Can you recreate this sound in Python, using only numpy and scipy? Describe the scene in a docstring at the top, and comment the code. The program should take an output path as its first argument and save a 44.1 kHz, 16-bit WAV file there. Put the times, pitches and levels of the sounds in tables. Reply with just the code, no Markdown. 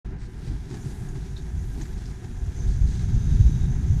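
"""On an outdoor rink, an inline skater strides along, followed by a camera. The gritty coating excites
the wheels into a hum and a hiss; they scuff by sliding friction at each push and clack on impact as they
are set down. The skates judder, tick and squeak, and the bearings whirr and ring in the final glide.
Turbulent wind buffets the microphone as the pace picks up, over a faint electronic whine."""
import sys
import numpy as np
from scipy.fft import rfft, irfft, next_fast_len
from scipy.io import wavfile
from scipy.ndimage import map_coordinates

SR = 44100
rng = np.random.default_rng(int(sys.argv[2]) if len(sys.argv) > 2 else 0)


def inscribe(sig):
    """Save sig as 16-bit PCM at rate SR to the path in sys.argv[1].

    A 1-D sig is mono; a 2-D sig holds one channel per row.
    Samples are clipped to [-1, 1] before scaling.
    """
    pcm = np.round(np.clip(np.atleast_2d(sig).T, -1, 1) * 32767)
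    wavfile.write(sys.argv[1], SR, pcm.astype(np.int16))


N = 176400

# Spectrum of crackling grit and of the crack in each tick: frequency_hz, relative_db
GRIT_SPECTRUM = [(1200, -10), (2300, 0.5), (3080, 0.5), (3400, 5.5), (3580, 3), (3780, 5.5), (4100, 1.5),
                 (5500, 3), (6700, 0.5), (7800, -5), (10100, -7.5), (11300, -13), (13500, -15),
                 (15500, -32)]


def amp(db):
    """Amplitude ratio of a level in decibels."""
    return 10 ** (np.asarray(db) / 20)


def unit(x):
    """Normalisation to rms 1."""
    return x / np.sqrt(np.mean(x ** 2) + 1e-20)


def clock():
    """The time of each sample in seconds."""
    return np.arange(N) / SR


def curve(rows):
    """Linear interpolation between (time_s, value) points."""
    return np.interp(clock(), *np.transpose(rows))


def wobble(knots_per_s):
    """Smooth random modulation: a spline through Gaussian values."""
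    return map_coordinates(rng.standard_normal(1000), [clock() * knots_per_s], mode="wrap")


def noise():
    """Gaussian white noise."""
    return rng.standard_normal(N)


def filtered(x, response):
    """Linear filtering: the spectrum of x times a frequency response."""
    size = next_fast_len(N + 8192)
    return irfft(rfft(x, size) * response(np.fft.rfftfreq(size, 1 / SR)), size)[:N]


def coloured(x, spectrum):
    """Spectral shaping by (frequency_hz, relative_db) points, rolling off beyond the ends, at rms 1."""
    hz, db = np.transpose(spectrum)

    def response(f):
        skirts = 1 / np.sqrt((1 + (f / hz[-1] / 1.2) ** 12) * (1 + (hz[0] / 1.3 / (f + 1)) ** 8))
        return skirts * amp(np.interp(np.log(f + 1), np.log(hz), db))
    return unit(filtered(x, response))


def ringing(hz, width_hz):
    """Resonance: noise through two identical band-pass stages, each width_hz wide, at rms 1."""
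    return unit(filtered(noise(), lambda f: (1j * f * width_hz / (hz * hz - f * f + 1j * f * width_hz)) ** 2))


def grit(per_s, spread_db, bed):
    """Shot noise: tiny random impacts of uneven size on a bed of white noise, at rms 1."""
    grains = (rng.random(N) < per_s / SR) * np.sign(noise()) * amp(spread_db * noise())
    return unit(unit(grains) + bed * noise())


def strike(start_s, attack_s, t60_s):
    """Envelope of a damped impact: a fast rise and an exponential decay."""
    t = np.maximum(clock() - start_s, 0)
    return (1 - np.exp(-t / attack_s)) * np.exp(-np.log(1000) * t / t60_s)


def gate(start_s, length_s, rise_s, fall_s):
    """Trapezoidal envelope: rise, hold and fall."""
    t = clock() - start_s
    return np.clip(np.minimum(t / rise_s, (length_s - t) / fall_s), 0, 1)


def rolling():
    """Roughness excitation: the coating makes the wheels hum and crackle; both flutter with the load."""
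    # Hum of the wheels and hiss of the grit, before their gains: time_s, level_db
    hum_levels = [(.06, -53.5), (.22, -56), (.5, -54), (.62, -56.5), (.75, -54), (1.1, -54.5), (1.6, -56),
                  (2, -54.5), (2.4, -54.5), (3.4, -52), (4, -53)]
    hiss_levels = [(.06, -65.5), (.16, -71.5), (.33, -64.5), (.45, -60.5), (.6, -61.5), (.9, -62.5),
                   (1.12, -63.5), (1.25, -59), (1.55, -64.5), (1.75, -61), (2.35, -63.5), (2.6, -60),
                   (3.11, -58), (3.45, -55), (3.75, -61.5), (4, -58)]
    # Resonances of wheels, frames and floor: frequency_hz, relative_db
    hum_spectrum = [(90, -15), (130, 13.5), (200, 6), (280, 1), (345, -2.5), (382, 3.5), (445, -11),
                    (490, -9), (550, -24), (630, -14), (675, -15.5), (735, -8.5), (790, -14.5),
                    (850, -11.5), (1050, -19.5), (1150, -21.5), (1220, -17.5), (1500, -17), (1615, -11.5),
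                    (1850, -18), (2100, -19.5), (2900, -28), (5000, -40.5)]
    hum_gain_db, hiss_gain_db = 13, 1.5
    flutter = wobble(knots_per_s=45)
    hum = amp(curve(hum_levels) + hum_gain_db + 0.98 * flutter) * coloured(noise(), hum_spectrum)
    crackle = coloured(grit(per_s=2300, spread_db=4, bed=0.84), GRIT_SPECTRUM)
    return hum + amp(curve(hiss_levels) + hiss_gain_db + 0.89 * flutter) * crackle


def scuffs():
    """Sliding friction: at each push the wheels slip sideways in a short, grainy burst."""
    # Sideways slips: start_s, length_s, rise_s, level_db
    slides = [(0.176, .11, 0.037, -59), (.4, 0.16, .05, -61), (0.661, 0.11, .04, -56.5),
              (0.824, 0.11, 0.038, -58), (1.15, 0.13, .012, -67), (1.762, 0.1, .035, -55),
              (1.95, 0.19, .03, -61), (2.658, 0.12, .025, -56.5), (2.854, 0.2, .018, -54.5)]
    # Friction noise: frequency_hz, relative_db
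    spectrum = [(500, -33), (1700, 6.5), (3200, 0), (4100, 8), (5800, 4.5), (7200, 1.5), (8400, 3),
                (10500, -17), (14000, -42)]
    envelope = sum(amp(db) * gate(start, length, rise, fall_s=0.027) for start, length, rise, db in slides)
    return envelope * coloured(grit(per_s=1800, spread_db=4, bed=0.56), spectrum)


def clacks():
    """Impact excitation: a landing rattles the frame and rings low modes, the higher ones dying sooner."""
    # Wheels set down on the floor: start_s, rattle_db, thud_db
    landings = [(0.472, -43.5, -24.5), (.710, -44, -33), (0.741, -41, -32), (0.751, -54, -50),
                (.767, -45, -48), (.859, -58, -25.5), (1.153, -43.5, -27), (1.812, -39, -35),
                (1.853, -52, -53), (2.242, -44.5, -33)]
    # Rattle of the frame: frequency_hz, relative_db
    spectrum = [(170, -2), (230, 19), (330, 13), (400, 12), (550, -20), (780, 13), (1150, 2), (1700, 6.5),
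                (2700, -2), (4000, -1), (6500, -1.5), (9000, -11), (14000, -31)]
    # Low modes of boot and floor: pitch_hz, relative_db
    modes = [(58, -5.5), (128, 4), (205, -12), (315, -9.5)]
    attack_s = .0015
    envelope = sum(amp(db) * strike(start, attack_s, t60_s=.07) for start, db, _ in landings)
    rattle = envelope * coloured(grit(per_s=1200, spread_db=-1, bed=0.55), spectrum)
    thud = np.zeros(N)
    for start, _, thud_db in landings:
        for hz, mode_db in modes:
            decay = strike(start, attack_s, t60_s=0.13 * np.sqrt(100 / hz))
            thud += amp(thud_db + mode_db) * decay * np.sin(2 * np.pi * hz * (clock() - start))
    return rattle + thud


def judders():
    """Forced vibration: the boot shudders more and more as it takes the skater's weight, then settles."""
    # Loadings of the boot: peak_s, level_db
    loadings = [(.53, -41.5), (0.751, -38.5), (.9, -44), (1.165, -42), (1.805, -39)]
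    # Low shudder of the boot: frequency_hz, relative_db
    spectrum = [(170, -4), (230, 3.5), (320, 4.5), (410, -3.5), (530, -35), (770, -13), (1000, -25)]
    rise_s, fall_s = 0.053, 0.033
    t = clock()
    load = sum(amp(db) * np.exp(np.minimum((t - peak) / rise_s, (peak - t) / fall_s))
               for peak, db in loadings)
    return load * coloured(noise(), spectrum)


def ticks():
    """Transient excitation: each tick is a broadband crack and a brief chatter into one resonance."""
    # Ticks of the skates: start_s, pitch_hz, ring_db, crack_db
    hits = [(.214, 1790, -49, -62), (.231, 1780, -50, -62), (1.086, 6600, -51, -62),
            (1.365, 3800, -56, -50), (1.376, 4300, -53, -48), (1.390, 3700, -52, -56),
            (1.816, 6500, -44, -47), (1.853, 1700, -44.5, -54), (1.853, 7100, -53, -56),
            (2.055, 5200, -48, -48), (2.605, 5820, -49, -60), (3.144, 6100, -48.5, -56)]
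    attack_s = 0.0014
    rings = sum(amp(db) * strike(start, attack_s, t60_s=0.069) * ringing(hz, width_hz=720)
                for start, hz, db, _ in hits)
    crack_envelope = sum(amp(db) * strike(start, attack_s, t60_s=0.032) for start, _, _, db in hits)
    return rings + crack_envelope * coloured(noise(), GRIT_SPECTRUM)


def squeak():
    """Stick-slip friction: a wheel grips and slips for an instant, in a rough chirp of falling pitch."""
    start_s, length_s, start_hz, peak_db = 1.363, .013, 4200, -41.5
    sag_hz_per_s, jitter_rad = 55000, .8
    t = np.clip(clock() - start_s, 0, length_s)
    phase = 2 * np.pi * (start_hz - sag_hz_per_s * t / 2) * t + jitter_rad * wobble(knots_per_s=650)
    return amp(peak_db) * np.sin(np.pi * t / length_s) * np.sin(phase)


def bearings():
    """Shot noise: dense, tiny impacts in the bearings merge into a rattling whirr."""
    # Strength of the whirr: time_s, level_db
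    levels = [(.1, -94), (.7, -70), (.82, -56.5), (.97, -69), (1.25, -64.5), (2.1, -63), (2.52, -64),
              (2.56, -59), (2.78, -58.5), (2.92, -57), (3.1, -59.5), (3.45, -57), (3.8, -59.5), (4, -61)]
    # Treble band of the bearings: frequency_hz, relative_db
    spectrum = [(4800, -26), (5800, -5), (6080, 0.5), (6280, -4.5), (6550, -1.5), (7000, -3), (7500, -9.5),
                (7800, -22), (9000, -43)]
    envelope = amp(curve(levels) + 1.6 * wobble(knots_per_s=45))
    return envelope * coloured(grit(per_s=1500, spread_db=4.5, bed=0.99), spectrum)


def singing():
    """Narrow-band resonance: bearings and wheels ring in tones that swell and fade with the load."""
    # Tones of the gliding skate: start_s, length_s, swell_s, pitch_hz, level_db
    tones = [(2.51, 1.6, .05, 6285, -60), (2.95, .9, .28, 3770, -62)]
    sound = np.zeros(N)
    for start, length, swell, hz, db in tones:
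        envelope = amp(db + 1.8 * wobble(knots_per_s=14)) * gate(start, length, swell, swell)
        sound += envelope * ringing(hz, width_hz=170)
    return sound


def high_hiss():
    """Band-limited noise: an airy hiss, with spells of thin fizz above it."""
    # Strength of the hiss: time_s, level_db
    air_levels = [(.12, -100), (.3, -69.5), (.68, -69.5), (.78, -62), (.95, -59), (1.25, -68),
                  (1.55, -65.5), (1.75, -63), (2, -66.5), (3, -66.5), (4, -67)]
    # Spells of fizz: start_s, length_s, level_db
    spells = [(.86, 0.22, -76), (1.6, 0.38, -72), (3.35, .3, -75), (3.9, .2, -72)]
    # Bands of the hiss and of the fizz: frequency_hz, relative_db
    air_spectrum = [(5000, -7), (7500, 0.5), (9700, 0.5), (10100, 1), (10600, -2.5), (11400, -5.5),
                    (13300, -10), (15500, -21)]
    fizz_spectrum = [(10500, -24), (11600, -6), (12150, -3), (12700, -7), (14000, -18)]
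    air = amp(curve(air_levels)) * coloured(noise(), air_spectrum)
    fizz_envelope = sum(amp(db) * gate(start, length, rise_s=.06, fall_s=.06) for start, length, db in spells)
    return air + fizz_envelope * coloured(noise(), fizz_spectrum)


def wind():
    """Turbulent pressure at the microphone: deep buffeting, and a higher rumble that grows with speed."""
    # Strength of the two bands of turbulence: time_s, level_db
    buffet_levels = [(.06, -34), (.44, -37), (.49, -25), (.55, -31), (.63, -37), (.8, -34.5), (1.49, -34),
                     (1.55, -25), (1.7, -33.5), (1.86, -30.5), (2.05, -32.5), (2.24, -34.5), (2.55, -27.5),
                     (2.7, -20.5), (2.78, -22.5), (2.85, -20), (2.97, -24), (3.25, -18), (3.43, -16),
                     (3.54, -23), (3.76, -24), (3.87, -25.5), (4, -22.5)]
    rumble_levels = [(.06, -49.5), (.8, -40.5), (1.3, -43.5), (1.62, -38.5), (2.05, -45), (2.55, -44.5),
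                     (2.84, -28.5), (3.03, -31.5), (3.14, -24.5), (3.22, -29), (3.37, -27), (3.62, -25.5),
                     (3.78, -29), (3.92, -27)]
    # Their pressure spectra: frequency_hz, relative_db
    buffet_spectrum = [(18, -3), (33, -2.5), (53, 1.5), (70, -3), (90, -6), (120, -10), (160, -22.5),
                       (260, -48)]
    rumble_spectrum = [(85, -13.5), (115, 1), (135, 0), (160, -5), (210, -13), (260, -22), (360, -33.5),
                       (430, -54), (600, -68)]
    buffet = amp(curve(buffet_levels) + wobble(knots_per_s=18)) * coloured(noise(), buffet_spectrum)
    rumble = amp(curve(rumble_levels) + wobble(knots_per_s=16)) * coloured(noise(), rumble_spectrum)
    return buffet + rumble


def eddies():
    """Pressure pulses: each eddy thumps the microphone once; small eddies are higher and shorter."""
    # Passing eddies: peak_s, pitch_hz, peak_db
    pulses = [(2.433, 60, -21.5), (2.489, 70, -15.5), (2.844, 66, -11.5), (3.146, 101, -20),
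              (3.176, 190, -23), (3.299, 60, -13), (3.347, 200, -21), (3.402, 90, -7.5),
              (3.455, 54.7, -9.5), (3.497, 230, -24), (3.847, 66.3, -12.5), (3.908, 80, -11)]
    half_width_cycles = 0.73
    pressure = np.zeros(N)
    for peak, hz, db in pulses:
        cycles = hz * (clock() - peak)
        envelope = amp(db) * np.exp(-(cycles / half_width_cycles) ** 2)
        pressure += envelope * np.cos(2 * np.pi * (cycles + rng.random()))
    return pressure


def whine():
    """Pure tones: the camera's electronics give off faint, steady sinusoids."""
    # Electronic tones: pitch_hz, rms_db
    tones = [(1000, -71), (7000, -88)]
    return sum(amp(db) * np.sqrt(2) * np.sin(2 * np.pi * hz * clock()) for hz, db in tones)


def scene():
    """Superposition: skates, wind and whine add at one microphone."""
    glide = rolling() + bearings() + singing() + high_hiss()
    strides = scuffs() + judders() + clacks() + ticks() + squeak()
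    return (glide + strides + wind() + eddies() + whine())[None]


def record(dry):
    """Gating and band limiting: the sound fades in and out quickly, and the highest treble is cut."""
    start_s, fade_s, top_hz = .046, .003, 15300
    fades = gate(start_s, N / SR - start_s, fade_s, fade_s)
    return filtered(dry[0] * fades, lambda hz: hz < top_hz)[None]


dry = scene()
out = record(dry)
inscribe(out)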